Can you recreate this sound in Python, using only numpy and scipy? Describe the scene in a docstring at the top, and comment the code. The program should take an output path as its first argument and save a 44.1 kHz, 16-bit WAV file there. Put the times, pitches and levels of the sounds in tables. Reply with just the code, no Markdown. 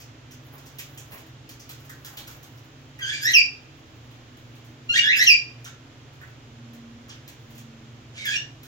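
"""In a small hard room at home a pet cockatiel on top of its cage gives three chattering calls, the first
opening with a click, the first two ending in a falling whistle: partials coloured by the beak, with rasps.
Around them its feathers flick and rustle as it spreads its wings: shaped bursts and swells of grainy noise.
The room rings as a decaying noise tail over a hum, drone and hiss of filtered noise and sines.
A handheld stereo recorder hears it all."""
import sys
import numpy as np
from scipy import signal
from scipy.fft import rfft, irfft, next_fast_len
from scipy.io import wavfile
from scipy.ndimage import uniform_filter1d, minimum_filter1d

SR = 44100
rng = np.random.default_rng(int(sys.argv[2]) if len(sys.argv) > 2 else 0)


def ratio_of_db(decibels):
    """Turn decibels (scalar or array-like) into linear amplitude factors; 0 dB maps to 1."""
    return 10 ** (np.asarray(decibels, float) / 20)


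def master_out(mix):
    """Clip the mix to full scale and print it as 16-bit PCM to the path in sys.argv[1]."""
    frames = np.transpose(np.atleast_2d(mix))
    ceiling = np.clip(frames, -1, 1)
    pcm = np.round(ceiling * 32767).astype(np.int16)
    wavfile.write(sys.argv[1], SR, pcm)


N = 382347
T = np.arange(N) / SR
TOP_HZ = 16000  # top of the recorder's range


def on_log(hz, points):
    """Read (frequency [Hz], value) points on a log-frequency axis."""
    f, v = np.transpose(points)
    return np.interp(np.log(np.maximum(hz, 1)), np.log(f), v)


def colour(x, points):
    """Equalise a sound by (frequency [Hz], gain [dB]) points."""
    size = next_fast_len(x.shape[-1])
    gain = ratio_of_db(on_log(np.fft.rfftfreq(size, 1 / SR), points))
    return irfft(rfft(x, size) * gain, size)[..., :x.shape[-1]]


def level(x, db):
    """Set the rms level in dB."""
    return x * ratio_of_db(db) / np.sqrt(np.mean(x ** 2))


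def band(x, lo_hz, hi_hz):
    """Keep the band between two frequencies."""
    sos = signal.butter(2, [lo_hz, hi_hz], "bandpass", fs=SR, output="sos")
    return signal.sosfilt(sos, x)


def walk(rate, size=N):
    """Smooth random drift of rms 1 that changes about rate times a second."""
    k = max(int(SR / rate), 1)
    smooth = uniform_filter1d(uniform_filter1d(rng.standard_normal(size), k), k)
    return level(smooth, 0)


def span(rows, edge_s):
    """Sample range of a table, its columns drawn out per sample, and a gate with sloping edges."""
    s, *columns = np.transpose(rows)
    at = slice(int(s[0] * SR), int(s[-1] * SR))
    gate = np.clip(np.minimum(T[at] - s[0], s[-1] - T[at]) / edge_s, 0, 1)
    return at, [np.interp(T[at], s, c) for c in columns], gate


def swells(rows):
    """Sum of bell-shaped swells, each at 1 / e of its height one half length from its middle."""
    return sum(ratio_of_db(db) * np.exp(-((T - s) / half_s) ** 2) for s, half_s, db in rows)


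# shapes of the two repeated phrases: (share of length [0-1], pitch [Hz], level over the phrase level [dB],
# beak opening [0-1], roughness [0-1])
SCREECH_SHAPE = [(0, 1565, -23.5, 0.75, 0.3), (.2, 1644, -11.5, 1, 0.54), (.45, 1783, -0.5, 0.96, 0.28),
                 (.62, 1966, 3.5, 0.6, 0.43), (.8, 2025, -5.5, .6, .7), (1, 2073, -24, 0.9, 0.9)]
WHISTLE_SHAPE = [(0, 3455, -3.5, 0.36, 0.081), (.11, 2910, -7.5, 0.98, 0.05), (.27, 2732, 0, 0.84, 0.45),
                 (.42, 2648, -3.5, 0.79, .2), (.55, 2436, -2.5, 0.82, 0.21), (.85, 2369, -5, 0.88, 0.18),
                 (1, 2343, -13.5, 1, 0.059)]
# when each phrase is sung: (start [s], length [s], phrase level before the beak [dB])
SCREECH_EVENTS = [(3.2, .13, -24), (5.149, 0.1, -21.5)]
WHISTLE_EVENTS = [(3.331, .07, -10.5), (5.262, .074, -9.5)]
# chatter that is new in each call, one list per note: # (time [s], pitch [Hz], level before the beak [dB], beak
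# opening [0-1], roughness)
CHATTER_NOTES = [
    [(3.005, 1666, -45, 0, .15), (3.025, 1591, -28.5, 0.4, 0.26), (3.048, 1547, -29, 0.3, 0.34),
     (3.075, 1618, -32.5, 0.63, 0.3), (3.105, 1707, -31.5, 0.2, 0.8), (3.135, 1784, -40.5, .1, 0.4)],
    [(3.125, 1159, -31.5, 0.52, 0.5), (3.15, 1192, -36.5, 1, 0), (3.2, 1158, -48, 0.2, .1)],
    [(4.889, 1354, -34, 0.3, 0.2), (4.898, 1394, -25, 0.17, 0.14), (4.912, 1408, -24.5, 0.3, 0.04),
     (4.934, 1403, -30.5, 1, 0)],
    [(4.934, 1490, -26, 0.8, .4), (4.944, 1650, -21, 0, 0.3), (4.953, 1640, -40, 0, 0.2)],
    [(4.953, 1835, -28, 0, .05), (4.963, 1846, -12.5, 0, 0.2), (4.97, 2010, -28.5, 0.74, .3),
     (4.98, 2350, -20, 0.87, 0.35), (4.989, 2450, -36, .3, .5)],
    [(4.986, 2800, -16.5, 0.4, 0.1), (4.998, 2830, -15.5, 0.4, 0.1), (5.012, 2850, -35, 0.7, 0.1)],
    [(5.005, 1485, -34, 0.4, 1.1), (5.035, 1675, -26, 0.08, 0.58), (5.07, 1723, -21.5, 0.4, 0.48),
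     (5.104, 1970, -16, 0, 0.5), (5.12, 2256, -28.5, 0, 1.1), (5.135, 2620, -22.5, 0.27, 0.6),
     (5.156, 2810, -31.5, 0, 0.6)],
    [(8.172, 2325, -43, 0.1, 0.5), (8.2, 2204, -44, 0.2, 0.5), (8.232, 2206, -40, 0, 0.5),
     (8.255, 2050, -39, .2, 0.5)],
    [(8.18, 3680, -33, 0, .15), (8.21, 3830, -43, 0, 0.03), (8.238, 3740, -38, 0, .1)],
    [(8.25, 1790, -28, .6, .3), (8.265, 1713, -29, 0.3, 0.37), (8.285, 1606, -24.5, 0.45, 0.3),
     (8.305, 1678, -33, 0.65, 0.27), (8.325, 1765, -32, .2, 0.1), (8.375, 1834, -46, .2, .6)],
    [(8.31, 2620, -41, 0, 0.2), (8.33, 2490, -37, 0, 0.65), (8.354, 2460, -43, 0, .4)],
    [(8.354, 2713, -26, 0.6, 0.2), (8.365, 2815, -24.5, 0.85, 0.25), (8.378, 2890, -37, 0.6, 0.2),
     (8.395, 2930, -49, .4, .2)],
]


def notes():
    """All voice gestures on the clock: repeated phrases stretched to their lengths, then the chatter."""
    sung = []
    for shape, events in ((SCREECH_SHAPE, SCREECH_EVENTS), (WHISTLE_SHAPE, WHISTLE_EVENTS)):
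        for s, length, db in events:
            sung.append([(s + share * length, hz, db + shape_db, *rest)
                         for share, hz, shape_db, *rest in shape])
    return sung + CHATTER_NOTES


# what windpipe and beak let through of the first four partials:
# (frequency [Hz], gain with beak shut [dB], gain with beak open [dB])
BEAK_GAIN = [(700, -42.5, -52), (1210, -38.5, -27.5), (1417, -20, -4.5), (1650, -5, 1.5), (2800, 6, 1),
             (3672, -4.5, -15), (4010, -12.5, 0.5), (4470, -27.5, 0), (5400, -26.5, -1), (6650, -22, -5.5),
             (7280, -57, -22.5), (8400, -44, -37), (9470, -55, -25.5), (10400, -47, -42.5),
             (14000, -28, -29)]
# colour of the partials above the fourth: (frequency [Hz], gain [dB])
UPPER_COLOUR = [(3800, 24), (4600, -44), (6800, 22), (8500, -7), (10500, -26.5), (12500, 8), (14000, 2),
                (16000, -25)]


def voice(flutter):
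    """Voice-box membranes sing partials that the beak colours; rough notes wobble in pitch and strength."""
    out = np.zeros(N)
    # the pitch zigzags in a quick trill around 150 Hz, blurred by chance
    trill_hz = 150 + 25 * walk(40)
    wobble = np.sin(2 * np.pi * np.cumsum(trill_hz) / SR) + .42 * walk(450)
    jitter = 2.2 * walk(600)  # radians: shakes the upper partials loose and hoarse
    shut, wide = ([(row[0], row[k]) for row in BEAK_GAIN] for k in (1, 2))
    for rows in notes():
        at, (hz, db, beak, rough), gate = span(rows, 0.0047)
        beak, rough = np.clip(beak, 0, 1), np.clip(rough, 0, 1)
        phase = 2 * np.pi * np.cumsum(hz * (1 + .06 * rough * wobble[at])) / SR
        tone = 0
        for k in range(1, 5):
            beak_db = (1 - beak) * on_log(k * hz, shut) + beak * on_log(k * hz, wide)
            tone += ratio_of_db(db + beak_db) * np.sin(k * phase)
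        # upper partials rise as the beak opens, more so in a rough voice
        upper_db = db + (1 - beak) * -53 + beak * (-31 + 48 * rough)
        for k in range(5, 12):
            strength = ratio_of_db(upper_db + on_log(k * hz, UPPER_COLOUR)) * (k * hz < TOP_HZ)
            tone += strength * np.sin(k * phase + jitter[at])
        out[at] += np.sqrt(2) * gate * ratio_of_db(5 * rough * flutter[at]) * tone
    return out


# colour of air in the throat: (frequency [Hz], relative density [dB per Hz])
THROAT_COLOUR = [(1000, -40), (1600, -2), (3000, 1), (5500, -5.5), (7500, -6), (9000, -19), (12500, -29.5),
                 (16000, -50)]
# puffs of air during the calls: (middle [s], half length [s], peak level before the flutter [dB])
RASP_PUFFS = [(3.125, 0.085, -38.5), (3.295, 0.055, -35), (4.97, 0.033, -29), (5.04, .04, -43.5),
              (5.165, .025, -48), (5.235, 0.058, -33), (8.185, 0.031, -44.5), (8.29, 0.084, -42.5),
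              (8.34, 0.028, -35.5)]


def rasps(flutter):
    """Puffs of air rasp through the throat: coloured noise whose strength flutters."""
    air = level(colour(rng.standard_normal(N), THROAT_COLOUR), 0)
    return swells(RASP_PUFFS) * air * ratio_of_db(2.7 * flutter)


def calls():
    """Voice and rasping air share one flutter; the short windpipe thins out the lows."""
    flutter = walk(340)
    return colour(voice(flutter) + rasps(flutter), [(1100, -30), (1380, 0)])


# colour of sliding feathers: (frequency [Hz], relative density [dB per Hz])
FEATHER_COLOUR = [(800, 12.5), (2000, 9.5), (5000, -16), (8500, -12), (12500, 8), (16000, 12)]
# feather flicks, and at 2.989 s the click that opens the first call; levels before the envelopes:
# (time [s], snap [dB], swish [dB], swish centre [Hz])
FLICKS_AND_CLICK = [(0.001, -46, -51, 5300), (0.309, -46.5, -57, 5430), (0.5784, -48, -54, 1200),
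                    (0.658, -47.5, -55, 5450), (0.7851, -33.5, -53, 2740), (0.9748, -40.5, -46, 6400),
                    (1.119, -45.5, -51, 2430), (1.178, -46.5, -67, 2710), (1.262, -55, -56, 1810),
                    (1.4903, -41.5, -54, 4830), (1.596, -48, -47.5, 5200), (1.6915, -37.5, -50, 1510),
                    (1.7978, -52, -56, 1430), (1.8482, -51, -61, 1390), (1.8926, -43, -43, 1780),
                    (2.0468, -35.5, -42.5, 1810), (2.1696, -37, -43, 3600), (2.2714, -40, -46, 1500),
                    (2.3106, -47, -60, 1980), (2.428, -46.5, -57, 1450), (2.572, -56, -68, 4820),
                    (2.989, -49, -38, 1990), (4.108, -59, -57, 3350), (4.3685, -57, -61, 3140),
                    (4.5523, -56.5, -60, 3390), (4.6453, -55.5, -68, 1890), (5.6428, -45, -43, 5930),
                    (5.648, -60, -44, 3280), (5.655, -62, -42, 1570), (6.13, -61, -74, 2870),
                    (6.21, -56, -42.5, 1630), (6.2498, -75, -58, 1910), (6.732, -52.5, -64, 1150),
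                    (7.0827, -57, -48.5, 1490), (7.0914, -60, -44, 5400), (7.096, -62, -42.5, 2980),
                    (7.141, -63, -54, 1590), (7.278, -43.5, -64, 6300), (7.5048, -53, -70, 1180),
                    (7.5482, -51, -67, 3650), (7.579, -47, -62, 6300), (8.2538, -33.5, -35, 2390),
                    (8.632, -45.5, -57, 1820)]


def flicks_and_click():
    """Barbs brush in a crackle: snap, hiss of stiff vanes, swish; the call's click is the same noise burst."""
    out, t = np.zeros(N + SR), T[:SR // 8]
    snap = (1 - np.exp(-t / 0.0003)) * np.exp(-t / 0.03)
    swish = (1 - np.exp(-t / 0.0024)) * np.exp(-t / 0.027)
    vane_hz, vane_db = 5400, -6  # vane level is relative to the snap
    for s, db, swish_db, hz in FLICKS_AND_CLICK:
        grains = rng.standard_normal(len(t)) * ratio_of_db(1.9 * walk(540, size=len(t)))
        treble = level(colour(band(grains, 10500, 15100), FEATHER_COLOUR), -1.5)
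        body = level(band(grains, 1840, 5230), -4)
        vanes = level(band(grains, vane_hz / 1.24, vane_hz * 1.414), db + vane_db)
        sweep = level(band(grains, hz / 1.22, hz * 1.22), swish_db)
        i = int(s * SR)
        out[i:i + len(t)] += ratio_of_db(db) * snap * (treble + body) + swish * (vanes + sweep)
    return out[:N]


# bouts of wing movement: (middle [s], half length [s], peak level [dB])
WING_BOUTS = [(.05, 0.11, -76), (.55, 0.13, -55), (.88, 0.19, -55.5), (1.16, 0.1, -50), (1.7, 0.13, -63.5),
              (2.15, 0.35, -50), (2.85, 0.23, -62), (4.2, .6, -66), (5.62, 0.027, -69), (6.28, .08, -64),
              (7.5, .1, -61)]


def rustle():
    """Feathers slide over each other: grainy hiss that swells with the bird's movement."""
    grains = rng.standard_normal(N) * ratio_of_db(2.5 * walk(500) + 4 * walk(25))
    return swells(WING_BOUTS) * level(colour(grains, FEATHER_COLOUR), 0)


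# ring of the small hard room: (frequency [Hz], time to fall by 60 dB [s])
ROOM_DECAY = [(1000, 0.4), (2500, 0.26), (5000, 0.35), (12000, 0.029)]


def room(x):
    """Direct sound plus a dense tail, different at each microphone, the top treble dying fastest."""
    t = T[:3 * SR // 4]
    edges = np.geomspace(500, 18000, 9)
    tail = np.zeros((2, len(t)))
    for lo, hi in zip(edges, edges[1:]):
        decay_s = on_log(np.sqrt(lo * hi), ROOM_DECAY)
        tail += band(rng.standard_normal((2, len(t))), lo, hi) * ratio_of_db(-60 * t / decay_s)
    # the next room rings on faintly
    tail += band(rng.standard_normal((2, len(t))), 1200, 6800) * ratio_of_db(-23.5 - 60 * t / 0.6)
    tail *= np.clip(t / 0.004, 0, 1)  # reflections gather after the direct sound
    tail *= ratio_of_db(-2.5) / np.sqrt(np.sum(tail ** 2, axis=1, keepdims=True))  # dB against the direct sound
    right_lag = 8  # samples by which the bird reaches the right microphone later
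    tail[0, 0] = tail[1, right_lag] = 1
    return signal.fftconvolve(x[None], tail, axes=1)[:, :N]


# colour of the home's noise floor: (frequency [Hz], relative density [dB per Hz])
HISS_COLOUR = [(12, -43), (22, -13.5), (50, -19.5), (120, -2.5), (160, -17), (250, -16), (450, -17.5),
               (900, -24.5), (3200, -25.5), (4500, -33.5), (7000, -34.5), (8200, -49), (9800, -52.5),
               (16000, -50)]
# stereo width of the floor: (frequency [Hz], side minus mid [dB])
HISS_WIDTH = [(60, -1.5), (110, -21), (200, -9), (380, -8.5), (700, -4), (1290, 1.5), (2380, -3.5),
              (4400, 1), (8120, -0.5), (15000, 2)]


def hiss():
    """Smooth noise floor whose stereo width varies with frequency."""
    mid, side = colour(rng.standard_normal((2, N)), HISS_COLOUR)
    return level(mid + np.array([[1], [-1]]) * colour(side, HISS_WIDTH), -49)


# appliance noise in the low room modes: (frequency [Hz], width [Hz], level [dB])
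HUM_BANDS = [(117.55, 6.6, -57.5), (138.2, 2.1, -61.5), (253, 6.1, -60), (278.8, 11.4, -63),
             (320.6, 14.8, -62), (63.9, 17, -65), (90, 16, -66)]
# steady appliance tones: (frequency [Hz], level before wavering [dB])
HUM_TONES = [(118.5, -53), (139, -54.5)]


def hum():
    """Appliance noise swells in narrow low bands beside tones that waver a little."""
    out = np.zeros(N)
    for hz, width, db in HUM_BANDS:
        out += level(band(rng.standard_normal(N), hz - width / 2, hz + width / 2), db)
    for hz, db in HUM_TONES:
        strength = ratio_of_db(db + 1.34 * walk(0.5))
        phase = 2 * np.pi * np.cumsum(hz + 0.86 * walk(2.52)) / SR
        out += np.sqrt(2) * strength * np.sin(phase)
    return out


# swells of the far drone: (middle [s], half length [s], peak level [dB])
FAR_SWELLS = [(4.8, 1, -57), (6.82, 0.28, -45.5), (7.7, 0.25, -49), (8.25, 0.24, -55.5)]


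def drone():
    """A far sine drone swells while its pitch sinks slowly."""
    hz = 231.2 - 4.2 * (T - 7.0)  # 231.2 Hz at 7 s, falling 4.2 Hz a second
    return np.sqrt(2) * swells(FAR_SWELLS) * np.sin(2 * np.pi * np.cumsum(hz) / SR)


def home():
    """The stereo hiss of the home, with hum and drone alike on both sides."""
    return hiss() + hum() + drone()


def scene():
    """The bird in the room, over the home."""
    return room(calls() + flicks_and_click() + rustle()) + home()


def band_limit(x):
    """A steep low-pass at the top of the band."""
    return signal.sosfilt(signal.butter(12, 16800, fs=SR, output="sos"), x)


# balance of the two microphones: (frequency [Hz], right minus left [dB])
MIC_BALANCE = [(25, 1.5), (100, 1.5), (700, 0.5), (2000, 2.5), (4500, 1.5), (8000, 2.5), (12500, 3.5)]


def record(dry):
    """The right microphone is a little stronger, most at the top; peaks are limited and the top is cut."""
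    left = colour(dry[0], [(hz, -db) for hz, db in MIC_BALANCE])
    both = np.array([left, dry[1]])
    limit = np.minimum(1, .93 / (np.abs(both).max(axis=0) + 1e-9))
    # gain eases down over 10 ms around a peak
    both *= uniform_filter1d(minimum_filter1d(limit, size=441), size=441)
    both = signal.sosfilt(signal.ellip(8, .2, 60, TOP_HZ, fs=SR, output="sos"), both)
    return band_limit(both)


dry = scene()
out = record(dry)
master_out(out)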